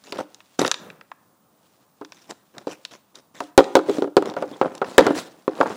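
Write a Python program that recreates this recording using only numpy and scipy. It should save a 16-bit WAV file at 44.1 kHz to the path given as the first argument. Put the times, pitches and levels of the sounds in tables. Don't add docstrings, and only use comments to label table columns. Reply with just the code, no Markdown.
import sys
import numpy as np
from scipy import signal
from scipy.fft import rfft, irfft, next_fast_len
from scipy.io import wavfile
from scipy.ndimage import uniform_filter1d, map_coordinates

SR = 44100
rng = np.random.default_rng(int(sys.argv[2]) if len(sys.argv) > 2 else 0)


def dump_mix(stems):
    frames = np.atleast_2d(stems).T
    limited = np.clip(frames, -1, 1)
    pcm = np.round(limited * 32767).astype(np.int16)
    wavfile.write(sys.argv[1], SR, pcm)


N = 254016
T = np.arange(SR // 3) / SR

# frequency in Hz, relative level there in dB.
AIR_COLOUR = [(15, -62), (25, -41.5), (48, -23), (70, -11.5), (206, -2.5), (242, -7), (317, -7),
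              (394, -13.5), (476, -11), (1190, -13.5), (2220, -31.5), (9570, -27.5), (14800, -34),
              (16000, -41)]
BOOM_COLOUR = [(50, -22), (110, -4.5), (170, 7), (330, -1.5), (520, 2), (750, -6), (1500, -10),
               (4000, -30.5)]
RUMBLE_COLOUR = [(30, -39.5), (100, -9), (180, 0), (300, 0.5), (550, 0), (1000, -6), (1600, -15),
                 (3000, -25.5), (8000, -51)]
HISS_COLOUR = [(500, -17), (1500, -4), (3500, -2), (5500, -5), (7500, -7), (10500, -12.5), (12500, -23.5),
               (15500, -16.5)]
GRIT_COLOUR = [(500, -19), (1500, 2), (2500, -2.5), (3400, -1.5), (4400, -7), (5600, -1.5), (7500, -7.5),
               (10500, -15), (15500, -27.5)]
CLACK_COLOUR = [(200, -16.5), (550, -1.5), (850, 4), (1100, -4), (1350, -2.5), (1800, -17.5), (2600, -24.5),
                (5000, -46), (16000, -70.5)]
CRACK_COLOUR = [(500, -16.5), (1500, -4), (2400, -4.5), (3800, 1), (5500, -8.5), (7500, -12.5),
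                (10000, -23.5), (15500, -28)]
# frequency in Hz, seconds to fade by 60 dB.
ECHO_TIMES = [(150, 0.5), (500, 0.52), (1500, 0.56), (4000, 0.4), (12000, 0.27)]
# middle in seconds, half length in seconds, level in dB.
LEG_SWINGS = [(0.047, 0.22, -67), (0.622, 0.28, -64), (1.714, 0.12, -71.5), (2.19, 0.2, -67.5),
              (2.794, 0.21, -65.5), (3.436, 0.062, -59.5)]
# middle in seconds, half length in seconds, pitch in Hz, level in dB.
BLADE_SQUEAKS = [(3.936, .035, 3370, -49), (4.539, 0.0079, 3460, -48)]
# start and length in seconds, rumble and crunch in dB.
SHORT_SCUFFS = [(0.035, 0.081, -50, -52), (0.141, 0.032, -34, -47), (0.179, 0.028, -28.5, -40.5),
                (0.588, 0.048, -22.5, -33), (0.649, 0.033, -32.5, -33.5), (2.123, 0.16, -62, -60),
                (2.289, 0.019, -37.5, -44.5), (2.536, 0.086, -45.5, -63), (2.673, 0.06, -42, -44.5),
                (2.907, 0.046, -46.5, -48.5), (3.141, 0.054, -52, -55), (3.34, 0.11, -50, -53),
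                (4.247, 0.061, -40, -49), (5.66, 0.054, -31.5, -49.5)]
# start and length in seconds, rumble and hiss in dB,
# seconds to reach full pressure.
LONG_GLIDES = [(3.615, 0.24, -46, -54.5, .02), (3.855, 0.14, -31, -43, 0.027),
               (4.19, .13, -37.5, -60, 0.014), (4.357, 0.25, -35, -55, 0.018),
               (4.625, 0.15, -35.5, -57, 0.012), (4.837, 0.37, -33.5, -48, .02),
               (5.005, 0.073, -18.5, -53, 0.016), (5.145, 0.048, -29, -34.5, .012),
               (5.243, 0.21, -50, -63.5, .02), (5.483, 0.31, -26.5, -46.5, 0.16)]
# pitch in Hz, width in Hz, level in dB.
BLADE_TONES = [(590, 160, 11), (1023, 150, 11), (1290, 250, 6), (1750, 470, 2.5), (2170, 480, -1),
               (2590, 530, -2), (3750, 410, -0.5), (4780, 870, -2), (5660, 1200, -2), (7400, 570, -2.5),
               (10200, 1300, -9.5)]
# start in seconds, level in dB, centre in Hz, width as a multiple of the centre.
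HARD_CLICKS = [(.1225, -30.5, 3470, 0.91), (0.3453, -41.5, 5430, 1.54), (.404, -45.5, 2515, 0.78),
               (0.593, -21, 4650, 0.94), (0.6481, -19, 1983, 0.81), (.664, -26.5, 4800, 0.56),
               (0.678, -23, 3730, 2.5), (0.7143, -14, 3700, 1.94), (0.7419, -25, 2730, 1.3),
               (0.9013, -38, 2500, .6), (1.011, -41.5, 2080, 0.85), (1.116, -32.5, 1560, 0.91),
               (2.048, -40.5, 3020, 1.14), (2.121, -39, 2780, 1.46), (2.309, -34.5, 4500, 1.6),
               (2.5814, -35, 2900, 2.3), (2.8506, -29, 3570, 1.1), (3.155, -40, 4750, 0.96),
               (3.404, -31, 3462, 3.9), (3.642, -34.5, 3700, 1.37), (4.2985, -38, 3953, 0.59),
               (4.7512, -40, 4694, 1.974), (4.779, -42.5, 4940, 2), (4.844, -33, 1924, 0.96),
               (4.982, -7.5, 1900, 0.38)]
# pitch in Hz, level in dB, base seconds to fade by 60 dB.
BOARD_TONES = [(184, -23, 0.22), (231, -27.5, 0.11), (290.2, -5.5, 0.21), (310.7, -8, 0.25),
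               (352.5, -4, 0.093), (403, 3, 0.063), (463.4, -1, 0.065), (528.6, 0, 0.089), (570, -7, 0.069),
               (720, -12.5, 0.14), (815, -14.5, 0.1), (1324, -28, 0.088)]
# start in seconds, thud level in dB, clack and crack
# in dB relative to the thud, favoured pitch in Hz, ring length factor, rebound gap in seconds.
BOARD_BLOWS = [(0.124, -29, -3.5, -6, 350, 1.35, 0), (.187, -25.5, 0, -21.5, 549, 1.13, 0.0015),
               (0.592, -13.5, -3, -22, 354, 0.32, 0.0024), (0.616, -12.5, -10.5, -10, 450, 0.28, 0),
               (0.6479, -18.5, -2.5, -14, 590, 0.42, 0), (2.013, -30, -2.5, -23, 372, 0.92, 0.0067),
               (2.671, -19, -8.5, -22.5, 480, 0.75, 0.0011), (3.405, -29.5, 7.5, -8, 690, 1.35, 0),
               (3.5781, 3, -4.5, -11, 424, .9, .011), (3.7536, -3, -4, -11.5, 451.3, 0.91, .015),
               (3.886, -17.5, -33, -41, 410, 1.4, 0), (3.896, -13, -12, -20.5, 417, 0.64, 0),
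               (3.984, -15.5, -16.5, -27, 346.4, 0.33, 0.00011), (4.022, -11, -10, -23, 406.6, 0.76, 0.021),
               (4.168, -2.5, -6.5, -16.5, 388, 0.77, 0.0059), (4.224, -20.5, -3, -20, 351, 0.64, 0.00055),
               (4.257, -23.5, -19, -12.5, 365.5, 1.06, 0), (4.339, -36.5, 4.5, -6.5, 360, 0.58, 0.00038),
               (4.366, -22, 1, -21, 591, 1.3, 0), (4.424, -19.5, -2, -19, 530, 1.35, 0.00085),
               (4.514, -30, -14, -18, 340, 0.75, 0), (4.614, -8, -1, -28.5, 523, 0.62, .013),
               (4.658, -18.5, -7, -30.5, 484, 0.41, 0), (4.816, -17, 1, -23.5, 493, 0.94, 0.0051),
               (4.981, 3, -6, -7.5, 444, 0.75, 0.011), (5.0669, -8, -4.5, -15.5, 399.3, 1.12, 0),
               (5.106, -10.5, -8, -29.5, 303, 0.54, 0), (5.479, -9.5, -7, -29.5, 380, 0.67, 0),
               (5.604, -12, -10, -27, 535, 0.79, 0), (5.611, -11.5, 4, -19.5, 517, 0.61, 0.019)]


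def amp(db):
    return 10 ** (np.asarray(db) / 20)


def unit(x):
    return x / np.sqrt(np.mean(x ** 2) + 1e-20)


def punch(x):
    return x / np.sqrt(uniform_filter1d(x ** 2, size=176, mode="constant").max() + 1e-20)


def along(points, hz):
    freqs, values = np.transpose(points)
    return np.interp(np.log(hz + 1), np.log(freqs + 1), values)


def wobble(rate, size=N):
    points = rng.standard_normal(int(size * rate / SR) + 4)
    return map_coordinates(points, [np.arange(size) * rate / SR])


def filtered(x, response):
    size = next_fast_len(len(x) + 8192)
    return irfft(rfft(x, size) * response(np.fft.rfftfreq(size, 1 / SR)), size)[:len(x)]


def bass_cut(hz, corner_hz):
    return 1j * hz / (corner_hz + 1j * hz)


def resonance(f, hz, width):
    return 1j * f * width / (hz * hz - f * f + 1j * f * width)


def noise(colour, size=N):
    return unit(filtered(rng.standard_normal(size), lambda hz: amp(along(colour, hz))))


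def fade(seconds):
    return amp(-60 * T / max(seconds, 1e-4))


def swell(middle, half_length):
    return np.exp(-((np.arange(N) / SR - middle) / half_length) ** 2)


def stroke(start, length, attack, release, sag_db_per_s=0):
    t = np.maximum(np.arange(N) / SR - start, 0)
    return np.minimum(t / attack, 1) * amp(-sag_db_per_s * t) * np.exp(-np.maximum(t - length, 0) / release)


def add(track, start, sound):
    part = track[max(round(start * SR), 0):][:len(sound)]
    part += sound[:len(part)]


def friction(colour, rough_db, grain_share, grains_per_s=420):
    drag = unit(rng.standard_normal(N) * amp(rough_db * wobble(450) + 2.6 * wobble(60)))
    strength = amp(4 * np.minimum(rng.exponential(size=N), 3)) * rng.choice([-1, 1], N)
    grains = unit((rng.random(N) < grains_per_s / SR) * strength)
    rub = np.sqrt(1 - grain_share) * drag + np.sqrt(grain_share) * grains
    return unit(filtered(rub, lambda hz: amp(along(colour, hz))))


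def patchy(x, depth_db):
    spectrum = signal.stft(x, nperseg=256)[2]
    patches = uniform_filter1d(rng.standard_normal(spectrum.shape), size=5, axis=0)
    patches = unit(uniform_filter1d(patches, size=10, axis=1))
    return unit(signal.istft(spectrum * amp(depth_db * patches), nperseg=256)[1][:N])


def background(air_db=-62, whine_db=-73):
    whine = filtered(rng.standard_normal(N), lambda hz: np.exp(-((hz - 15000) / 200) ** 2))
    hum = amp(air_db + 0.98 * wobble(8.7)) * noise(AIR_COLOUR)
    return hum + amp(whine_db) * unit(whine)


def yard_echo(x, build_up_s=0.025):
    out, step = np.zeros(N), SR // 4
    for first in range(0, N, step):
        hz, t, spectrum = signal.stft(rng.standard_normal(SR), SR, nperseg=256)
        decay = amp(-60 * t / along(ECHO_TIMES, hz)[:, None])
        tail = signal.istft(spectrum * decay, SR, nperseg=256)[1]
        tail *= 1 - np.exp(-np.arange(len(tail)) / SR / build_up_s)
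        add(out, first / SR, signal.fftconvolve(x[first:first + step], tail / np.linalg.norm(tail)))
    return out


def clothes(still_db=-77):
    motion = amp(still_db) + sum(amp(db) * swell(middle, half) for middle, half, db in LEG_SWINGS)
    return motion * friction(HISS_COLOUR, rough_db=2.0, grain_share=.2)


def far_boom(start=.79, boom_db=-39, rise_s=.06, fade_s=.5):
    t = np.arange(SR) / SR
    level = (1 - np.exp(-t / rise_s)) * amp(-60 * t / fade_s)
    out = np.zeros(N)
    add(out, start, amp(boom_db) * punch(noise(BOOM_COLOUR, size=SR) * level))
    return out


def squeaks(width_hz=450):
    out = np.zeros(N)
    for middle, half, hz, db in BLADE_SQUEAKS:
        chirp = filtered(rng.standard_normal(N), lambda f: resonance(f, hz, width_hz) ** 2)
        out += amp(db) * swell(middle, half) * unit(chirp)
    return out


def scrapes(trim_db=-1):
    rumble_level, hiss_level, crunch_level = np.zeros((3, N))
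    for start, length, rumble_db, hiss_db, attack in LONG_GLIDES:
        timing = start, length, attack
        rumble_level += amp(rumble_db + trim_db) * stroke(*timing, release=0.036, sag_db_per_s=44)
        hiss_level += amp(hiss_db + trim_db) * stroke(*timing, release=0.036, sag_db_per_s=9.5)
    for start, length, rumble_db, crunch_db in SHORT_SCUFFS:
        scuff = stroke(start, length, attack=0.0099, release=0.013)
        rumble_level += amp(rumble_db) * scuff
        crunch_level += amp(crunch_db + trim_db) * scuff
    crunch = patchy(friction(GRIT_COLOUR, rough_db=3.5, grain_share=.55), depth_db=4)
    hiss = patchy(friction(HISS_COLOUR, rough_db=1.5, grain_share=.1), depth_db=2.2)
    rumble = friction(RUMBLE_COLOUR, rough_db=5.5, grain_share=0.26)
    return rumble_level * rumble + hiss_level * hiss + crunch_level * crunch


def stones(per_second=55, most_per_rub=24, scatter_db=2.5, centre_hz=3300, width=1.3):
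    for rubs, pressure_db in ((SHORT_SCUFFS, 0), (LONG_GLIDES, -3)):
        for start, length, _, rub_db, *_ in rubs:
            for k, (jitter, loudness, tone) in enumerate(rng.standard_normal((most_per_rub, 3))):
                delay = (k + .5 + .25 * jitter) / per_second
                if 0 < delay < length:
                    db = rub_db + pressure_db + scatter_db * loudness
                    yield start + delay, db, centre_hz * np.exp(0.36 * tone), width


def blade(f):
    return sum((-1) ** k * amp(db) * resonance(f, hz, width)
               for k, (hz, width, db) in enumerate(BLADE_TONES))


def clicks(boost_db=1):
    out = np.zeros(N)
    for start, db, centre_hz, width in [*HARD_CLICKS, *stones()]:
        force = rng.standard_normal(len(T)) * (fade(.005) + amp(-12) * fade(.034))
        snap = filtered(force, lambda f: blade(f) * resonance(f, centre_hz, width * centre_hz) ** 2)
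        add(out, start, amp(db + boost_db) * punch(snap))
    return out


def contacts(gap_growth=1.5, loss_db=7, dulling_db=5.5):
    for start, db, clack_db, crack_db, pitch_hz, length, gap in BOARD_BLOWS:
        for k in range(3 if gap > .004 else 1):
            yield start, db - k * loss_db, clack_db, crack_db - k * dulling_db, pitch_hz, length
            start += gap * gap_growth ** k


def board_ring(pitch_hz, length, rise_s, focus_db=8.5, scatter_db=1.65):
    hz, db, fade_s = np.transpose(BOARD_TONES)
    favour_db = focus_db * np.exp(-(np.log2(hz / pitch_hz) * 3) ** 2)
    gains = amp(db + favour_db + scatter_db * rng.standard_normal(len(hz)))
    hz = hz * (1 + .01 * rng.standard_normal(len(hz)))
    phases = .35 * rng.standard_normal(len(hz))
    ring = sum(gain * np.sin(2 * np.pi * f * T + phase) * fade(seconds * length)
               for gain, f, phase, seconds in zip(gains, hz, phases, fade_s))
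    return punch(ring * (1 - np.exp(-T / rise_s)))


def blows(clack_trim_db=-1, push_hz=900):
    out = np.zeros(N)
    first_push = 0.45 * punch(np.sin(2 * np.pi * push_hz * T) * fade(0.0076) * (1 - np.exp(-T / 0.0011)))
    for start, db, clack_db, crack_db, pitch_hz, length in contacts():
        length = np.clip(length, .4, 1.5)
        rise_s = np.interp(clack_db, [-20, -5], [.004, .0012])
        wood = noise(CLACK_COLOUR, size=len(T)) * fade(0.049 * length) * (1 - np.exp(-T / 0.00063))
        clack = punch(first_push + punch(wood))
        rattle = amp(-17.5 + 3.2 * wobble(170, size=len(T))) * fade(.07)
        crack = punch(noise(CRACK_COLOUR, size=len(T)) * (fade(0.005) + rattle))
        thud = board_ring(pitch_hz, length, rise_s)
        hit = thud + amp(clack_db + clack_trim_db) * clack + amp(crack_db) * crack
        add(out, start, amp(db) * hit)
    return filtered(out, lambda hz: bass_cut(hz, corner_hz=110))


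def scene():
    near = blows() + scrapes() + squeaks()
    around = far_boom() + clothes() + background()
    sharp = clicks()
    echo = yard_echo(amp(-25.0) * near + amp(-20.5) * sharp)
    return (near + sharp + echo + around)[None]


def record(dry, bass_hz=130, bottom_hz=25, top_hz=16000):
    thin = filtered(dry[0], lambda hz: bass_cut(hz, bass_hz))
    clipped = thin / (1 + np.abs(thin) ** 8) ** (1 / 8)
    return filtered(clipped, lambda hz: bass_cut(hz, bottom_hz) / (1 + (hz / top_hz) ** 120))[None]


dry = scene()
out = record(dry)
dump_mix(out)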